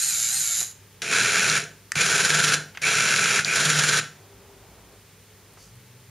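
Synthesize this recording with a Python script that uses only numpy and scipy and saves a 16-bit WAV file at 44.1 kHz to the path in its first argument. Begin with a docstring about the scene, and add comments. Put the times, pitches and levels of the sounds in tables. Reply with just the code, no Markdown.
"""Small robot on a wooden floor

A geared robot base is steered from a hand controller in a quiet room. First its wheel motors whine
freely and coast to a stop. Then a steering motor grinds in four bursts: its gear teeth rattle, ring
the metal deck and shake the floorboards. Levers click in between, over room hum and microphone hiss."""
import sys
import numpy as np
from scipy import signal
from scipy.fft import rfft, irfft, next_fast_len
from scipy.io import wavfile
from scipy.ndimage import uniform_filter1d

SR = 44100
rng = np.random.default_rng(int(sys.argv[2]) if len(sys.argv) > 2 else 0)


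def digitize_waveform(pressure):
    """Quantize a signal to 16-bit integers and store it at the path in sys.argv[1].

    Rows of a 2-D input are taken as channels; values are limited to [-1, 1].
    """
    field = np.atleast_2d(pressure).T
    bounded = np.clip(field, -1, 1)
    quanta = np.round(bounded * 32767).astype(np.int16)
    wavfile.write(sys.argv[1], SR, quanta)


N = 268990
T = np.arange(N) / SR
FFT_SIZE = next_fast_len(N + SR // 2)
HZ = np.maximum(np.fft.rfftfreq(FFT_SIZE, 1 / SR), 1)


def from_db(db):
    """Turn decibels into a gain."""
    return 10 ** (np.asarray(db) / 20)


def rms_one(x):
    """Scale a signal to an average power of 1."""
    return x / np.sqrt(np.mean(x ** 2) + 1e-20)


def ramp(start, length):
    """Rise from 0 at start to 1 at start + length."""
    return np.clip((T - start) / length, 0, 1)


def in_time(points):
    """Join (time, value) points into a curve."""
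    return np.interp(T, *np.transpose(points))


def at_hz(points):
    """Join (frequency, value) points into a curve."""
    hz, values = np.transpose(points)
    return np.interp(np.log(HZ), np.log(hz), values)


def colour(x, shape, peaks, shape_db):
    """Filter a sound as a ringing body does: peaks standing on a broad shape."""
    power = from_db(2 * (at_hz(shape) + shape_db))
    for hz, width_hz, db in peaks:
        power = power + from_db(2 * db) / (1 + (2 * (HZ - hz) / width_hz) ** 2) ** 2
    cepstrum = irfft(np.log(power / power.mean()) / 2, FFT_SIZE)
    cepstrum[1:FFT_SIZE // 2] *= 2  # folded so that ringing follows a hit, never leads it
    cepstrum[FFT_SIZE // 2 + 1:] = 0
    return irfft(rfft(x, FFT_SIZE) * np.exp(rfft(cepstrum)), FFT_SIZE)[..., :N]


def grit(per_s, spread_db, smooth):
    """Two tracks of uneven ticks mixed with smooth rubbing noise."""
    sizes = from_db(spread_db * np.minimum(rng.exponential(1, (2, N)), 5)) * rng.choice([-1, 1], (2, N))
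    ticks = rms_one(sizes * (rng.random((2, N)) < per_s / SR))
    return rms_one(ticks + smooth * rng.standard_normal((2, N)))


def blur(width_hz, size=N):
    """Slow random wobble that smears a tone over nearby pitches."""
    pole = np.exp(-2 * np.pi * width_hz / SR)
    noise = rng.standard_normal(size + SR // 2) + 1j * rng.standard_normal(size + SR // 2)
    wobble = signal.lfilter([1], [1, -2 * pole, pole * pole], noise)[SR // 2:]
    return wobble / np.sqrt(np.mean(np.abs(wobble) ** 2))


def wavering_tone(hz, steady, wobble, blur_hz):
    """A tone with a steady part and a wobbling part."""
    return np.real((steady + wobble * blur(blur_hz)) * np.exp(2j * np.pi * hz * T))


# Background hiss: (frequency [Hz], level [dB])
HISS_SHAPE = [(18, -36), (30, -17), (103, 0), (145, -2.5), (189, -3), (239, -14), (273, -10.5),
              (319, -14.5), (415, -7), (684, -18), (1720, -15.5), (2060, -15.5), (16000, -25.5)]
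# Humming peaks in it: (frequency [Hz], width [Hz], level [dB])
HUM_PEAKS = [(50.6, 34, -3), (190.2, 10.5, 3), (238, 8.6, -0.5), (386, 15, -4.5), (430, 13, -4),
             (873, 18, -5.5)]
# A dull noise late on: (time [s], level [dB])
DULL_NOISE = [(4.1, -58.5), (4.95, -56.5), (5.05, -73), (5.55, -61), (5.8, -74), (6.1, -75)]
# Passing hums: (start [s], end [s], pitch [Hz], level [dB], steady part [ratio], blur [Hz])
PASSING_HUMS = [(4.12, 4.66, 395, -57, 0.5, 15.), (4.82, 4.96, 395, -62, .5, 15.),
                (4.3, 4.97, 54, -58, 1.9, 5.), (5.55, 5.68, 54, -57, 1.9, 5.),
                (5.68, 6.2, 122, -50, 3., 8.)]


def room_tone():
    """Hiss, room hum and mains hum; later a dull noise and wavering hums come and go."""
    out = from_db(-53) * colour(rng.standard_normal((2, N)), HISS_SHAPE, HUM_PEAKS, shape_db=3)
    band = signal.butter(2, [200, 950], "band", fs=SR, output="sos")
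    dull = rms_one(signal.sosfilt(band, rng.standard_normal((2, N))))
    out += ramp(DULL_NOISE[0][0], 0.061) * from_db(in_time(DULL_NOISE)) * dull
    for start, end, hz, db, steady, blur_hz in PASSING_HUMS:
        fade = ramp(start, 0.052) - ramp(end, 0.052)
        out += fade * from_db(db) / np.hypot(steady, 1) * wavering_tone(hz, steady, 1, blur_hz)
    mains = wavering_tone(100.5, steady=1.2, wobble=.5, blur_hz=4.5)
    return out + from_db(-58.5) * mains


def rustle():
    """One faint, scratchy rustle near the end."""
    peaks = [(4600, 400, 1), (6040, 2500, 0), (8100, 500, -4), (10700, 700, -5)]
    scuff = colour(grit(per_s=2700, spread_db=3, smooth=.8), BODY_SHAPE, peaks, shape_db=-20)
    fade = np.sqrt(ramp(5.57, .06)) * (1 - ramp(5.63, .1))
    return fade * from_db(-53.5) * rms_one(scuff)


# Clicks: (time [s], peak [dB], band centre [Hz], band spread [ratio], time to fade 60 dB [s])
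CLICKS = [(.612, -33.5, 755, 2.1, 0.077), (0.61, -22, 7500, 1.2, .02), (1.019, -16, 3430, 1.8, 0.04),
          (1.499, -12, 4080, 1.04, 0.0097), (1.499, -9, 5800, 1.25, 0.011), (1.639, -24, 6800, 1.14, 0.012),
          (1.919, -13.5, 1810, 1.28, 0.013), (1.919, -14, 6450, 1.29, 0.01), (1.956, -20, 2320, 3.4, 0.023),
          (2.749, -33.5, 1860, 1.7, 0.091), (2.773, -21, 1520, 1.52, 0.025), (2.773, -31, 4800, 1.5, 0.019),
          (2.819, -20.5, 3500, 1.9, 0.022), (3.388, -10.5, 1570, 1.16, 0.025),
          (3.447, -9, 4420, 1.25, 0.017), (5.537, -44, 10000, 1.2, .012), (5.572, -43, 900, 1.7, .06),
          (5.755, -48, 9500, 1.1, .012)]


def clicks():
    """Plastic levers and gears click: a snap, then a quickly dying burst of noise."""
    out = np.zeros((2, N))
    t = np.arange(SR // 10) / SR
    for start, db, hz, spread, fade_s in CLICKS:
        spread = max(spread, 1.05)
        band = signal.butter(2, [hz / spread, min(hz * spread, 12500)], "band", fs=SR, output="sos")
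        snap = rng.standard_normal((2, len(t))) + 1.2 * (t == 0)
        burst = signal.sosfilt(band, snap * from_db(-60 * t / fade_s))
        at = round(start * SR)
        out[:, at:at + len(t)] += from_db(db) * burst / np.abs(burst[0]).max()
    return out


# Motor kicks: (time [s], level [dB], pitch [Hz])
THUMPS = [(1.963, -20, 152.5), (3.393, -24, 157)]


def thumps():
    """The motor kicks into the floor, which gives a short, low ring."""
    out = np.zeros(N)
    t = np.arange(SR // 10) / SR
    for start, db, hz in THUMPS:
        fade = np.minimum(t / 0.0042, 1) * from_db(db - 60 * t / 0.066)
        at = round(start * SR)
        out[at:at + len(t)] += fade * np.sin(2 * np.pi * hz * t)
    return out


# Wheel gear noise: (frequency [Hz], level [dB])
WHEEL_SHAPE = [(100, -24), (160, -13), (290, -42), (700, -31), (1050, -25.5), (1400, -13.5), (3300, -13.5),
               (5400, -11), (7100, -3.5), (8500, -12), (11300, -6), (12600, -17), (13000, -32),
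               (15500, -45)]
# Where the wheel drive rings: (frequency [Hz], width [Hz], level [dB])
WHEEL_PEAKS = [(1570, 140, -18), (2340, 130, -26), (3990, 310, -8), (4940, 550, -11), (6550, 710, -3),
               (7060, 410, 1.5), (8740, 300, -10), (11200, 400, -10.5)]
# Rings that lift the whine's octave as it passes: (frequency [Hz], width [Hz], level [dB])
OCTAVE_PEAKS = [(7400, 200., -4), (8500, 350., 0.8)]
# Shaft tones: (multiple of shaft speed [ratio], level [dB], blur [Hz])
SHAFT_TONES = [(1.01, -58, 13.6), (6, -54.5, 8), (12.2, -46.5, 11), (14.03, -47, 6.8), (17.9, -54, 10),
               (19.65, -45.5, 13), (38.6, -42, 140), (94, -40, 110)]
TEETH_PER_TURN, WHEEL_TURN_S = 32.5, .302
COAST_S, POWER_OFF_S, STILL_S = .61, .65, .73


def wheels():
    """Spinning gears hiss and whine; once per wheel turn the load eases and the shaft speeds up."""
    coasted_s = np.maximum(T - COAST_S, 0)
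    ease = (.5 + .5 * np.cos(2 * np.pi * (T - .062) / WHEEL_TURN_S)) ** 2
    turns_per_s = 113.5 + (20.5 - 6 * T) * ease - 120 * coasted_s
    angle = 2 * np.pi * np.cumsum(turns_per_s) / SR
    level = from_db(1.7 * np.cos(angle) - 191 * coasted_s)  # swells each shaft turn, fades on coasting
    teeth = (T < STILL_S) * level * grit(per_s=6000, spread_db=3.8, smooth=1.1)
    gear_noise = from_db(-25.5) * colour(teeth, WHEEL_SHAPE, WHEEL_PEAKS, shape_db=-4)

    def shaft_tone(multiple, blur_hz, steady):
        """Two tracks of a blurred tone that follows the shaft, one second long."""
        tone = np.exp(1j * multiple * angle[:SR]) / np.hypot(steady, 1)
        pair = [np.real((steady + blur(blur_hz, size=SR)) * tone) for _ in range(2)]
        return np.pad(pair, [(0, 0), (0, N - SR)])

    whine = from_db(-42.5 + 10.5 * ease) * shaft_tone(TEETH_PER_TURN, blur_hz=65, steady=1.4)
    octave_hz = 2 * TEETH_PER_TURN * turns_per_s
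    ring = sum(from_db(db) / np.hypot(1, 2 * (octave_hz - hz) / width) for hz, width, db in OCTAVE_PEAKS)
    octave = ring * from_db(-27) * shaft_tone(2 * TEETH_PER_TURN, blur_hz=200, steady=0.15)
    tones = sum(from_db(db) * shaft_tone(multiple, blur_hz, steady=1.6)
                for multiple, db, blur_hz in SHAFT_TONES)
    powered = np.clip((POWER_OFF_S - T) / 0.017, 0, 1)  # the tones stop with the current
    return gear_noise + powered * level * (whine + octave + tones)


# Three stretches of floor drone, each a list of (time [s], level [dB])
DRONE_LEVELS = [
    [(1.0, -85), (1.02, -54), (1.048, -43), (1.396, -50), (1.422, -48), (1.472, -39), (1.608, -38.5),
     (1.8, -68)],
    [(1.94, -58), (1.972, -34), (2.002, -42), (2.226, -33), (2.276, -47), (2.304, -34.5), (2.572, -32),
     (2.74, -67)],
    [(2.8, -57), (2.85, -38), (3.252, -46.5), (3.512, -41.5), (3.556, -53), (3.626, -27), (4.004, -35),
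     (4.2, -62)],
]


def floor_drone():
    """The floorboards drone on one low note along with the steering motor."""
    on = sum((T >= stretch[0][0]) & (T <= stretch[-1][0]) for stretch in DRONE_LEVELS)
    level = from_db(in_time([point for stretch in DRONE_LEVELS for point in stretch]))
    return on * level * wavering_tone(150, steady=.85, wobble=.55, blur_hz=12)


# Rising whines: (start [s], length [s], first pitch [Hz], last pitch [Hz], level [dB])
SPIN_UPS = [(1.097, .06, 2300, 2650, -26), (1.975, .06, 2250, 2550, -30), (2.836, .06, 2200, 2750, -25),
            (3.462, .09, 2350, 2500, -30)]
MOTOR_START_S = 0.0043


def spin_ups():
    """A rough whine climbs and fades as the steering motor gets up to speed."""
    out, wobble = np.zeros(N), blur(width_hz=70)
    for start, length, from_hz, to_hz, db in SPIN_UPS:
        progress = ramp(start, length)
        phase = 2 * np.pi * np.cumsum(from_hz + (to_hz - from_hz) * progress) / SR
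        fade = ramp(start, MOTOR_START_S) * np.sqrt(1 - progress)
        out += fade * from_db(db) * np.real((1.1 + wobble) * np.exp(1j * phase))
    return out


# Steering bursts: (start [s], gears grip [s], release [s], level [dB], early slack [dB],
# late slack [dB], braking [dB], high ring [dB], extra ring until just after the grip [dB])
BURSTS = [(1.017, 1.087, 1.576, -24.5, -6.5, -6, -1, 1.3, 3.),
          (1.952, 1.989, 2.538, -24, -3.5, -1, 0, -1.5, 5),
          (2.813, 2.829, 3.396, -24.5, -12, -4, -4, 1.9, 2),
          (3.452, 3.532, 3.998, -24, -5.5, -2, -9.5, -2, 6)]
# Steering one way, a tight spot binds once per turn: (time [s], swell [dB])
TIGHT_SPOTS = [(2.015, 10.5), (2.063, 5.5), (2.11, 6), (2.158, 5.5), (2.206, 4.5), (2.254, 6.5), (2.3, 7),
               (2.349, 5.5), (2.397, 4.5), (2.445, 11), (2.488, 8.5), (2.541, 9.5), (3.562, 6), (3.607, 7),
               (3.656, 10.5), (3.70, 9.5), (3.746, 1), (3.794, 10), (3.841, 6.5), (3.891, 9.5), (3.935, 6),
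               (3.976, 5.5)]


def shaking(gain_db, slack, binding, fade_db_per_s, rings_high=False):
    """How hard the gears shake one part: each burst takes up slack, grips, brakes and runs down."""
    swell_db = sum(db * np.exp(-.5 * ((T - time) / .006) ** 2) for time, db in TIGHT_SPOTS)
    swell_db -= uniform_filter1d(swell_db, SR // 10)  # looser between the tight spots
    out = np.zeros(N)
    for start, grip, release, level_db, early_db, late_db, brake_db, ring_db, bite_db in BURSTS:
        slack_db = (early_db + (late_db - early_db) * ramp(start, grip - start)) * (1 - ramp(grip, .041))
        stop_db = brake_db * ramp(release, .007) - fade_db_per_s * np.maximum(T - release, 0)
        high_db = rings_high * (ring_db + bite_db * np.exp(-np.maximum(T - grip, 0) / .03))
        out += ramp(start, MOTOR_START_S) * from_db(level_db + slack * slack_db + stop_db + high_db)
    return out * from_db(gain_db + binding * swell_db)


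# Steering the other way, the gears chatter: (start [s], end [s], rate [Hz], depth [dB])
CHATTER = [(1.102, 1.573, 82, 1.5), (2.837, 3.395, 59, 1.5)]
# Gearbox noise: (frequency [Hz], level [dB])
GEARBOX_SHAPE = [(60, -2.5), (1000, -38), (1500, -24), (1960, -12), (2980, -6), (5000, -7.5), (6870, -6),
                 (8200, -16.5), (10600, -11.5), (11400, -21.5), (12000, -26.5), (15500, -48)]
# Noise between the peaks of the deck, floor and rustle: (frequency [Hz], level [dB])
BODY_SHAPE = [(30, -70), (70, -53), (150, -21), (1500, -6.5), (4000, -29), (16000, -55)]
# Where the gearbox, metal deck and floorboards ring: (frequency [Hz], width [Hz], level [dB])
GEARBOX_PEAKS = [(3320, 320, -6), (4000, 430, -4.5), (4700, 200, -16), (5690, 180, -2), (6930, 380, -2.5),
                 (7330, 200, -6.5), (8350, 230, -10.5), (10600, 850, -15.5)]
DECK_LOW_PEAKS = [(1350, 130, -1), (1450, 29, -1.5), (1513, 96, -1), (1580, 320, 0.5), (1804, 57, -4.5)]
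DECK_HIGH_PEAKS = [(2143, 260, 0), (2353, 190, 4.5), (2540, 356, 3), (2720, 137, -2.5)]
FLOOR_PEAKS = [(114.5, 29, 5), (183, 63, 2), (275, 18, -2), (415, 102, 1), (476, 89, -1.5),
               (544, 150, -6.5), (688.7, 70, 1), (900, 250, -9)]


def steering():
    """Gear teeth rattle in the gearbox, ring the metal deck and make the floorboards rumble."""
    chatter_db = sum(db * np.cos(2 * np.pi * rate * (T - start)) * (T > start) * (T < end)
                     for start, end, rate, db in CHATTER)
    teeth = from_db(chatter_db) * grit(per_s=7000, spread_db=4.32, smooth=0.91)
    gearbox = teeth * shaking(0.35, slack=1.46, binding=0.76, fade_db_per_s=266)
    deck_low = teeth * shaking(-1.64, slack=1.6, binding=0.36, fade_db_per_s=248)
    deck_high = teeth * shaking(-2.5, slack=1.57, binding=0.59, fade_db_per_s=307, rings_high=True)
    floor = teeth * shaking(-12, slack=0.96, binding=0.56, fade_db_per_s=137)
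    grind = (colour(gearbox, GEARBOX_SHAPE, GEARBOX_PEAKS, shape_db=0.5)
             + colour(deck_low, BODY_SHAPE, DECK_LOW_PEAKS, shape_db=-7.5)
             + colour(deck_high, BODY_SHAPE, DECK_HIGH_PEAKS, shape_db=-28)
             + colour(floor, BODY_SHAPE, FLOOR_PEAKS, shape_db=-4.5))
    bass_cut = signal.butter(4, 95, "high", fs=SR, output="sos")  # so small a body gives no deep bass
    return signal.sosfilt(bass_cut, grind) + floor_drone() + spin_ups() * [[1], [0]]  # middle track only


def room_echo(x, fade_s=0.37, level_db=-13.5):
    """The room adds a short wash of echoes, duller than the direct sound."""
    t = np.arange(SR // 2) / SR
    tail = rng.standard_normal(len(t)) * from_db(-60 * t / fade_s) * (t > .004)
    tail = signal.lfilter([1], [1, -.45], tail)
    return from_db(level_db) * signal.fftconvolve(x, tail[None] / np.sqrt(np.sum(tail ** 2)))[:, :N]


# How much the treble leans to the right: (frequency [Hz], level [dB])
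LEAN_LEVEL = [(4500, -108), (6000, -22), (7000, -15), (8500, -23), (10500, -9), (14000, -18)]
# How far that leaning part shifts along its wave: (frequency [Hz], phase [rad])
LEAN_PHASE = [(5000, .1), (7000, 0.34), (9000, 1.2), (11500, 1.5)]


def stereo(pair, width):
    """A middle and a side track become left and right; treble reaches the two microphones unevenly."""
    lean = from_db(at_hz(LEAN_LEVEL)) * np.exp(1j * at_hz(LEAN_PHASE))
    side = rfft(pair[1], FFT_SIZE) * from_db(at_hz(width)) - rfft(pair[0], FFT_SIZE) * lean
    return pair[0] + np.array([[1], [-1]]) * irfft(side, FFT_SIZE)[:N]


# Side track gain of the room and the robot: (frequency [Hz], side track gain [dB])
ROOM_WIDTH = [(60, -21), (130, -25), (290, -16), (640, -12), (1410, -20.5), (3100, -16.5), (6820, 1.5),
              (15000, -3)]
ROBOT_WIDTH = [(200, -38), (400, -27.5), (800, -38), (1500, -90), (2500, -76), (4500, -75), (5400, -16),
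               (6200, -16), (7200, -10), (9000, -7), (11000, -14), (14000, -5)]


def scene():
    """Robot and controller close in front, the room all around."""
    near = wheels() + steering() + clicks() + thumps() + rustle()
    return stereo(near + room_echo(near), ROBOT_WIDTH) + stereo(room_tone(), ROOM_WIDTH)


def record(dry):
    """Cut a narrow slice of treble, the deepest rumble and the very top."""
    notch_hz, width_hz = 7800, 270
    out = signal.lfilter(*signal.iirnotch(notch_hz, notch_hz / width_hz, SR), dry)
    out = signal.sosfilt(signal.butter(3, 42, "high", fs=SR, output="sos"), out)
    return signal.sosfilt(signal.cheby2(24, 60, 15900, fs=SR, output="sos"), out)


dry = scene()
out = record(dry)
digitize_waveform(out)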